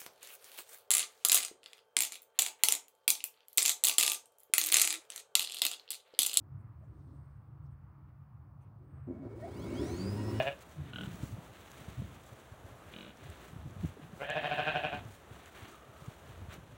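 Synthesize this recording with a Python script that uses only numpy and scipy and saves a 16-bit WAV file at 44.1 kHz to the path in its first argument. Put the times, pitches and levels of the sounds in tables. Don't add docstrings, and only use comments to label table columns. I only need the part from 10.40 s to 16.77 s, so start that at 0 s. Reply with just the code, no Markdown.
import sys
import numpy as np
from scipy import signal
from scipy.fft import rfft, irfft, next_fast_len
from scipy.io import wavfile
from scipy.ndimage import uniform_filter1d

SR = 44100
rng = np.random.default_rng(int(sys.argv[2]) if len(sys.argv) > 2 else 0)


def nominal_scale(level):
    x = np.asarray(level, float) / 20
    return 10 ** x


def transcribe(u):
    v = np.clip(np.atleast_2d(u).T, -1, 1)
    q = np.round(v * 32767).astype(np.int16)
    wavfile.write(sys.argv[1], SR, q)


N = 280917

# t/s, level/dB
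GUST = [(0, -58), (.25, -67.5), (.5, -53.5), (.9, -52), (1.15, -68), (1.4, -63.5), (1.68, -52.5),
        (1.98, -73), (2.3, -66), (3.0, -63), (3.25, -54.5), (3.58, -63.5), (4.3, -59.5), (4.62, -56),
        (5.0, -74.5), (5.6, -69.5), (6.05, -58.5), (6.37, -65)]
# delay/s, level/dB
GROUND_BOUNCES = [
    (.0028, -11),
    (.0068, -11),
]


def bleats():
    # centre t/s, effort level/dB, half width/s, pitch f/Hz, brightness/dB
    throbs = [
        [(-.003, -21, 0.018, 125.9, -5.5), (.028, -36, .012, 137.2, -13.5), (.078, -31, 0.026, 141.1, 0.5),
         (.109, -40.5, 0.0066, 138.2, -14), (.125, -59, 0.0092, 137.7, 4)],
        [(3.805, -41.5, 0.0105, 135.2, -7.5), (3.826, -33, 0.02, 142.4, -9), (3.901, -33, 0.015, 150.1, -4),
         (3.968, -31, 0.022, 153.1, -7), (4.049, -32, 0.022, 149.7, -5.5), (4.121, -31.5, .02, 153.2, -5.5),
         (4.194, -30.5, .022, 151.9, -5.5), (4.279, -31.5, 0.025, 156.2, -3.5), (4.36, -30.5, 0.021, 152.4, -7),
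         (4.449, -31.5, 0.019, 152.6, -5.5), (4.539, -34.5, 0.023, 146.4, -7), (4.585, -52, 0.025, 140, -14.5)],
    ]
    # t/s, first f/Hz, second f/Hz, third f/Hz
    mouths = [
        [(0, 625, 1680, 2500), (.05, 610, 1660, 2430), (.1, 600, 1690, 2430), (.125, 630, 1660, 2620)],
        [(3.795, 520, 1480, 1980), (3.835, 545, 1620, 2330), (3.89, 600, 1670, 2560), (3.97, 650, 1710, 2530),
         (4.07, 675, 1640, 2580), (4.3, 685, 1600, 2560), (4.6, 670, 1590, 2530)],
    ]
    # width/Hz, level/dB
    throats = [
        [(75, 7.5), (140, -5.5), (200, -8)],
        [(150, 2.5), (160, 0), (230, -3)],
    ]
    # f/Hz, width/Hz, level/dB
    skulls = [
        [(300, 200, -28), (450, 150, -26), (1000, 200, -22), (2150, 200, -22), (2920, 240, -10),
         (3600, 260, -20), (4500, 900, -36)],
        [(320, 280, -17), (445, 120, -13), (790, 120, -11), (1000, 120, -23), (2150, 300, -20),
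         (3050, 450, -13), (3650, 450, -19), (4200, 500, -25), (5600, 2200, -40)],
    ]
    rasps = [.03, .14]
    # first t/s, last t/s
    on_beat = [
        (.0008, .0762),
        (3.9605, 4.449),
    ]
    wet_db = [-1, 4]
    out = np.zeros(N)
    for *call, wet in zip(throbs, mouths, throats, skulls, rasps, on_beat, wet_db):
        voice, start = bleat(*call)
        placed = np.zeros(N)
        add(placed, start, voice)
        out += nominal_scale(-3.0) * yard(placed, GROUND_BOUNCES[0], wet)
    return out


def bleat(throbs, mouth, throat, skull, rasp, on_beat):
    between_db, hollow_db = -8, -7
    linger, dull_span = 1.35, .8
    chest_db = -9.5
    s, effort_db, width, pitch_hz, bright_db = np.transpose(throbs)
    t = np.arange(max(s[0] - .06, -.0066), s[-1] + .08, 1 / SR)

    def swell(late, rise=1, fall=1):
        since = t[:, None] - late - s
        span = .55 * width * np.where(since < 0, rise, fall)
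        return (nominal_scale(effort_db) * np.exp(-.5 * (since / span) ** 2)).sum(1)

    inside = np.clip(np.minimum(t - s[0], s[-1] - t) / 0.02, 0, 1)
    leak = nominal_scale(np.interp(t, s, effort_db) + between_db) * inside
    slack = leak / (leak + swell(0) + 1e-9)
    wobble = evened(uniform_filter1d(rng.standard_normal(len(t)), 300))
    hz = np.interp(t, s, pitch_hz) * (1.02 - .12 * slack + rasp * (.1 + .25 * slack) * wobble)

    turns = np.cumsum(hz) / SR
    first, last = np.interp(on_beat, t, turns)
    turns = (turns - first) * round(last - first) / (last - first)
    closures = np.diff(np.floor(turns), prepend=np.floor(turns[0]))
    beats = evened(closures * nominal_scale(9 * rasp * rng.standard_normal(len(t))))
    breath = evened((.15 + np.exp(-(turns % 1) / .35)) * rng.standard_normal(len(t)))
    share = rasp * (1 + 1.3 * slack)

    def drive(mix):
        mix = np.clip(mix, 0, 1)
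        return (1 - mix) * beats + mix * breath

    dull = drive(share) * (swell(-0.0028, dull_span, dull_span) + nominal_scale(hollow_db) * leak)
    sharp = drive(2.1 * share) * (swell(0.0026, 1, linger) + leak)
    sharp *= nominal_scale(np.interp(t, s, bright_db))

    at, *centres = np.transpose(mouth)
    jaw = 1 + 0.088 * (slack - slack.mean())
    moving = [(jaw * np.interp(t, at, c), *shape) for c, shape in zip(centres, throat)]
    stretch = moving[2][0] / moving[2][0].mean()
    gape = moving[0][0] / moving[0][0].max()
    riding = []
    for f, w, db in skull:
        ride = stretch if f > 2900 else gape if 700 < f < 900 else 1
        riding.append((f * ride, w, db))

    voice = formant(beats * swell(0) * gape ** 3, hz, 79, chest_db)
    ordered = sorted(moving + riding, key=lambda row: np.mean(row[0]))
    for k, (f, w, db) in enumerate(ordered):
        centre = np.mean(f)
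        source = dull if centre < 1200 else sharp if centre < 4000 else sharp * (1 - slack)
        voice += (-1) ** k * formant(source, f, w, db)
    voice /= np.std(formant(drive(share), *moving[0]))
    return voice[t >= 0], max(t[0], 0)


def grunts():
    # start t/s, first gap/s, quickening per flap/s
    paces = [
        (0.5336, .0257, 0.00027),
        (2.5373, .0258, .0016),
    ]
    counts = (6, 10)
    # peak level/dB, loudest flap, fall one flap away/dB, steepening exponent
    arches = [
        (-30, 2.1, 1, 2.25),
        (-37, 1.6, 3, 0.52),
    ]
    # f/Hz, level/dB, t60/s
    throat_modes = [
        [(210, -1.5, 0.051), (480, 1.5, 0.012), (1470, -3.5, 0.046), (2990, 9, 0.0091), (3190, -8, .03),
         (3420, -9, 0.025), (3920, -9, 0.021)],
        [(210, 0, 0.079), (310, -0.5, 0.041), (480, -3, 0.039), (1500, -9, 0.039), (2420, 6, 0.012),
         (2930, 1, 0.026), (3430, 8.5, 0.0087), (3770, 2, 0.017)],
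    ]
    out = np.zeros(N)
    for pace, count, arch, modes in zip(paces, counts, arches, throat_modes):
        out += grunt(flapping(pace, count, arch), modes)
    return yard(out, GROUND_BOUNCES[1], -5)


def flapping(pace, count, arch):
    start, gap, quicken = pace
    peak_db, top, fall_db, steep = arch
    k = np.arange(count)
    times = start + gap * k - quicken * k * k / 2
    return zip(times, peak_db - fall_db * abs(k - top) ** steep)


def grunt(flaps, modes):
    dulling_db = 0.6
    spread_db, detune = 1.3, .008
    rise_s, open_s = 0.0014, 0.01
    out, t = np.zeros(N), np.arange(2500) / SR
    gate = np.sin(np.pi / 2 * np.minimum(t / rise_s, 1)) ** 2 / (1 + (t / open_s) ** 4)
    for k, (s, peak_db) in enumerate(flaps):
        ring = np.zeros(len(t))
        chance = rng.standard_normal((len(modes), 2))
        for (hz, db, t60), (louder, sharper) in zip(modes, chance):
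            level_db = db - k * dulling_db * (hz > 2000) + spread_db * louder - 60 * t / t60
            ring += nominal_scale(level_db) * np.sin(2 * np.pi * hz * (1 + detune * sharper) * t)
        add(out, s, nominal_scale(peak_db - 4.0) * ring * gate)
    return out


def straw():
    # f/Hz, density level/dB
    fizz_colour = [(2650, 0.5), (4500, -2), (5080, -7), (5910, -0.5), (7680, -1), (8220, -2), (13000, -10),
                   (15200, -5), (15800, 2.5)]
    # f/Hz, density level/dB
    crush_colour = [(180, 0), (300, 5.5), (417, 6.5), (465, -3.5), (678, 0.5), (766, -2.5), (1360, 2),
                    (3770, -5), (5500, -29.5), (7150, -70), (12100, -120)]
    # t/s, peak level/dB, f/Hz
    snaps = [(0.0254, -41, 5710), (0.192, -51, 5650), (1.0271, -55, 7580), (1.3169, -43, 6960),
             (1.8647, -51, 7530), (2.7726, -52, 5680), (2.9014, -43.5, 8500), (3.309, -54, 6860),
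             (3.902, -37.5, 7550), (4.6514, -52, 6440), (4.6845, -51, 6270), (5.035, -56.5, 9580),
             (5.059, -43.5, 7200), (5.3542, -53, 7050), (5.4111, -57, 7070), (5.5872, -56, 7980),
             (5.662, -47, 6920), (5.9788, -57, 6700), (6.1407, -45, 6700), (6.2776, -57, 6270)]
    flicker = drift(0.0094)
    crush, fizz = stirring((-67, -71))
    out = fizz * nominal_scale(1.74 * flicker) * coloured(crackle(1500, 1.6, 0.93), fizz_colour)
    out += crush * nominal_scale(1.06 * flicker) * coloured(crackle(900, 3.5, 0.81), crush_colour)
    t = np.arange(200) / SR
    for s, peak_db, hz in snaps:
        tick = np.sin(2 * np.pi * hz * t) + 0.43 * rng.standard_normal(len(t))
        add(out, s, nominal_scale(peak_db + 1.0 - 60 * t / 0.0032) * tick)
    return out


def stirring(rest_db):
    # centre t/s, half
    # length/s, crush level/dB, fine stalks level/dB
    steps = [(0.018, 0.068, -48, -55), (0.216, 0.01, -76, -55), (0.318, 0.043, -71, -62),
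             (0.486, 0.074, -60.5, -72), (0.643, 0.062, -56, -59.5), (0.774, 0.058, -63, -58.5),
             (0.883, 0.04, -65.5, -55.5), (1.056, 0.037, -65, -63), (1.195, 0.072, -60, -61.5),
             (1.358, 0.087, -68, -61.5), (1.45, 0.13, -60, -62.5), (1.67, 0.13, -64, -65.5),
             (1.918, 0.11, -70, -64.5), (2.288, 0.028, -82, -67.5), (2.59, 0.1, -59, -65),
             (2.89, 0.087, -58, -63.5), (3.047, 0.044, -60, -60.5), (3.294, 0.023, -67, -66),
             (3.46, 0.05, -59.5, -60.5), (3.626, 0.018, -61, -86), (3.806, 0.042, -69, -61.5),
             (4.21, 0.21, -47, -64), (4.56, 0.03, -52, -63.5), (4.738, 0.052, -74, -61),
             (5.03, 0.1, -60.5, -64), (5.152, .006, -56, -61), (5.166, 0.008, -52, -62),
             (5.177, .006, -57, -66), (5.19, .012, -55, -59), (5.225, 0.016, -55, -62),
             (5.249, .005, -48, -62), (5.266, 0.014, -54.5, -64), (5.304, 0.052, -59, -59),
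             (5.675, 0.099, -67, -64.5), (5.916, 0.072, -62.5, -67), (6.125, 0.02, -52.5, -60),
             (6.142, 0.019, -55.5, -59.5)]
    rise = .8
    s, half, *levels_db = np.transpose(steps)
    t = np.arange(0, N / SR + .01, .002)
    late = (t[:, None] - s) / half + 1 - rise
    bump = np.exp(-(late / np.where(late < 0, rise, 2 - rise)) ** 2)
    gains = []
    for rest, db in zip(rest_db, levels_db):
        power = nominal_scale(2 * rest) + bump @ nominal_scale(2 * db)
        gains.append(np.interp(np.arange(N) / SR, t, np.sqrt(power)))
    return gains


def crackle(per_s, spread_db, mix):
    size = nominal_scale(spread_db * np.minimum(rng.exponential(1, N), 5)) * rng.choice([-1., 1.], N)
    clicks = evened(size * (rng.random(N) < per_s / SR))
    return evened(mix * clicks + rng.standard_normal(N))


def wind():
    # f/Hz, density level/dB
    rumble_colour = [(25, -44), (45, -14), (70, -2), (120, -7), (200, -9), (350, -17.5), (700, -57)]
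    # centre t/s, rms level/dB, f/Hz, length/s
    puffs = [(0.401, -41.5, 145, 0.044), (0.465, -45.5, 135, 0.023), (0.59, -55, 198, 0.0049),
             (0.678, -38, 132, 0.017), (0.835, -33, 125, 0.01), (0.935, -37, 105, 0.02),
             (0.986, -42.5, 165, 0.012), (1.486, -36.5, 139, 0.0049), (1.594, -35.5, 125, 0.031),
             (1.682, -52, 133, 0.045), (1.928, -48, 120, 0.022), (2.122, -45.5, 107, 0.0097),
             (2.249, -44.5, 91, 0.011), (2.863, -44.5, 131, 0.015), (2.899, -43.5, 89, 0.021),
             (3.134, -42.5, 154, 0.0079), (3.164, -39, 127, 0.0068), (3.262, -40.5, 142.4, 0.024),
             (3.365, -37, 94.5, 0.005), (3.402, -41.5, 94, 0.031), (3.444, -30.5, 170.6, 0.02),
             (3.736, -43.5, 185, 0.011), (4.661, -40.5, 113, 0.011), (4.914, -43, 105.5, 0.011),
             (5.23, -47.5, 104, 0.019), (5.624, -48, 149, 0.014), (5.683, -34, 114, 0.0083),
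             (6.026, -44, 95, 0.034), (6.183, -45.5, 164, 0.0099), (6.233, -48.5, 124, 0.01)]
    # centre t/s, rms level/dB, f/Hz, length/s
    knocks = [(0.609, -52, 302, 0.059), (0.641, -46, 189, 0.082), (0.836, -40, 290, 0.008),
              (1.62, -37.5, 185, 0.012), (1.62, -51, 480, 0.0051), (1.646, -42.5, 91, 0.021),
              (3.448, -33, 300, 0.0047), (3.45, -36.5, 84, 0.025), (3.494, -44, 100, 0.011),
              (3.572, -49, 420, 0.0074), (3.597, -48.5, 286, 0.0092), (4.29, -55, 78.7, 0.023),
              (4.55, -48, 210, 0.03), (4.591, -49.5, 106.6, 0.033), (.415, -45, 87, 0.03),
              (.51, -52, 111, 0.027), (.754, -47, 177, 0.019), (1.109, -51.5, 107, 0.013),
              (1.415, -49.5, 143, 0.017), (2.324, -52.5, 109, .012), (2.478, -50, 84, 0.018),
              (2.827, -48, 99, 0.0091), (3.19, -45.5, 85, 0.021), (3.635, -48.5, 149, 0.029),
              (5.495, -51, 120, 0.016), (5.903, -47, 112, 0.014), (5.979, -50.5, 82, 0.052),
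              (6.088, -42, 95, 0.01), (6.33, -50, 119, 0.022)]
    under, under_db = .6, -10
    rumble = coloured(rng.standard_normal(N), rumble_colour)
    rumble /= np.sqrt(uniform_filter1d(rumble ** 2, 4000) + .05)
    out = nominal_scale(curve(GUST) + 2) * rumble
    for s, db, hz, length in list(puffs) + list(knocks) + eddies():
        t = np.arange(-2 * length, 3 * length, 1 / SR)
        phase, glide, bend = rng.uniform(-0.69, 1, 3)
        turns = 2 * np.pi * hz * t * (1 + (.1 * glide - .06) * t / length) + np.pi * phase
        shape = np.exp(-.5 * (t / (np.where(t < 0, .4, .55) * length)) ** 2)
        push = np.sin(turns) + nominal_scale(under_db) * np.sin(under * turns + 3 * glide)
        push += 0.18 * shape * np.sin(2.16 * turns + 3 * bend)
        add(out, s + t[0], nominal_scale(db + 2.5) * shape * push)
    return out


def eddies():
    count, level_db, spread_db = 50, 5, 3
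    mid_hz, mid_s = 125, 0.029
    place, size, tone, span = rng.random((count, 4)).T
    s = (np.arange(count) + place) * (N / SR - .1) / count + .05
    db = np.interp(s, *np.transpose(GUST)) + level_db + spread_db * (2 * size - 1)
    return list(zip(s, db, mid_hz * 2 ** (tone - .5), mid_s * 2 ** (2 * span - 1)))


def drone():
    # t/s, level/dB
    passing = [(5.2, -86), (5.32, -63.5), (5.7, -65.5), (5.8, -83)]
    return nominal_scale(curve(passing)) * evened(formant(rng.standard_normal(N), 1230, 130, 0))


def still_air():
    # f/Hz, density level/dB
    air_colour = [(24, -42), (40, -14), (64, 0), (96, -10.5), (296, -12), (642, -9.5), (982, -15),
                  (1330, -15), (1430, -19.5), (1580, -17.5), (2240, -26.5), (3430, -27.5), (4990, -38.5),
                  (6240, -33), (15800, -40)]
    return nominal_scale(-57 + 1.3 * drift(0.057)) * coloured(rng.standard_normal(N), air_colour)


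def yard(x, bounce, wet_db):
    # delay/s, level/dB
    wall = [
        (.013, -15),
        (.021, -17),
        (.034, -24),
    ]
    t60, tail_db = .15, -10
    t = np.arange(SR // 3) / SR
    tail = rng.standard_normal(len(t)) * nominal_scale(-60 * t / t60) * np.clip((t - .01) / 0.0037, 0, 1)
    tail = nominal_scale(tail_db) * tail / np.linalg.norm(tail)
    for delay, db in wall:
        tail[round(delay * SR)] += nominal_scale(db)
    tail *= nominal_scale(wet_db)
    tail[round(bounce[0] * SR)] += nominal_scale(bounce[1])
    tail = signal.lfilter(*signal.butter(2, [250, 4500], "band", fs=SR), tail)
    return x + signal.oaconvolve(x, tail)[:N]


def formant(x, hz, width, db):
    return nominal_scale(db) * resonate(resonate(x, hz, width), hz, 3.0 * width)


def resonate(x, hz, width):
    turn = np.exp(2j * np.pi * np.cumsum(hz * np.ones(len(x))) / SR)
    r = np.exp(-np.pi * width / SR)
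    return 2 * (turn * signal.lfilter([1 - r], [1, -r], x / turn + 1e-18)).real


def coloured(x, points):
    size = next_fast_len(len(x))
    gain = nominal_scale(read(points, np.fft.rfftfreq(size, 1 / SR)))
    return evened(irfft(rfft(x, size) * gain, size)[:len(x)])


def read(points, hz):
    f, value = np.transpose(points)
    return np.interp(np.log(hz + 1), np.log(f + 1), value)


def curve(rows):
    s, value = np.transpose(rows)
    return np.interp(np.arange(N) / SR, s, value)


def drift(seconds):
    size = max(round(seconds * SR), 1)
    return evened(uniform_filter1d(uniform_filter1d(rng.standard_normal(N), size), size))


def evened(x):
    return x / np.sqrt(np.mean(x ** 2) + 1e-20)


def add(mix, s, sound):
    part = mix[max(round(s * SR), 0):][:len(sound)]
    part += sound[:len(part)]


def scene():
    return (bleats() + grunts() + straw() + wind() + drone() + still_air())[None]


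def low_pass(x):
    return signal.sosfilt(signal.butter(12, 17060, fs=SR, output="sos"), x)


def record(dry):
    cut = signal.sosfilt(signal.butter(3, 48, "high", fs=SR, output="sos"), dry)
    lowpass = signal.firwin(1023, 15850, window=("kaiser", 9), fs=SR)
    cut = signal.oaconvolve(cut, lowpass[None], "same")
    return low_pass(cut)


dry = scene()
out = record(dry)
transcribe(out)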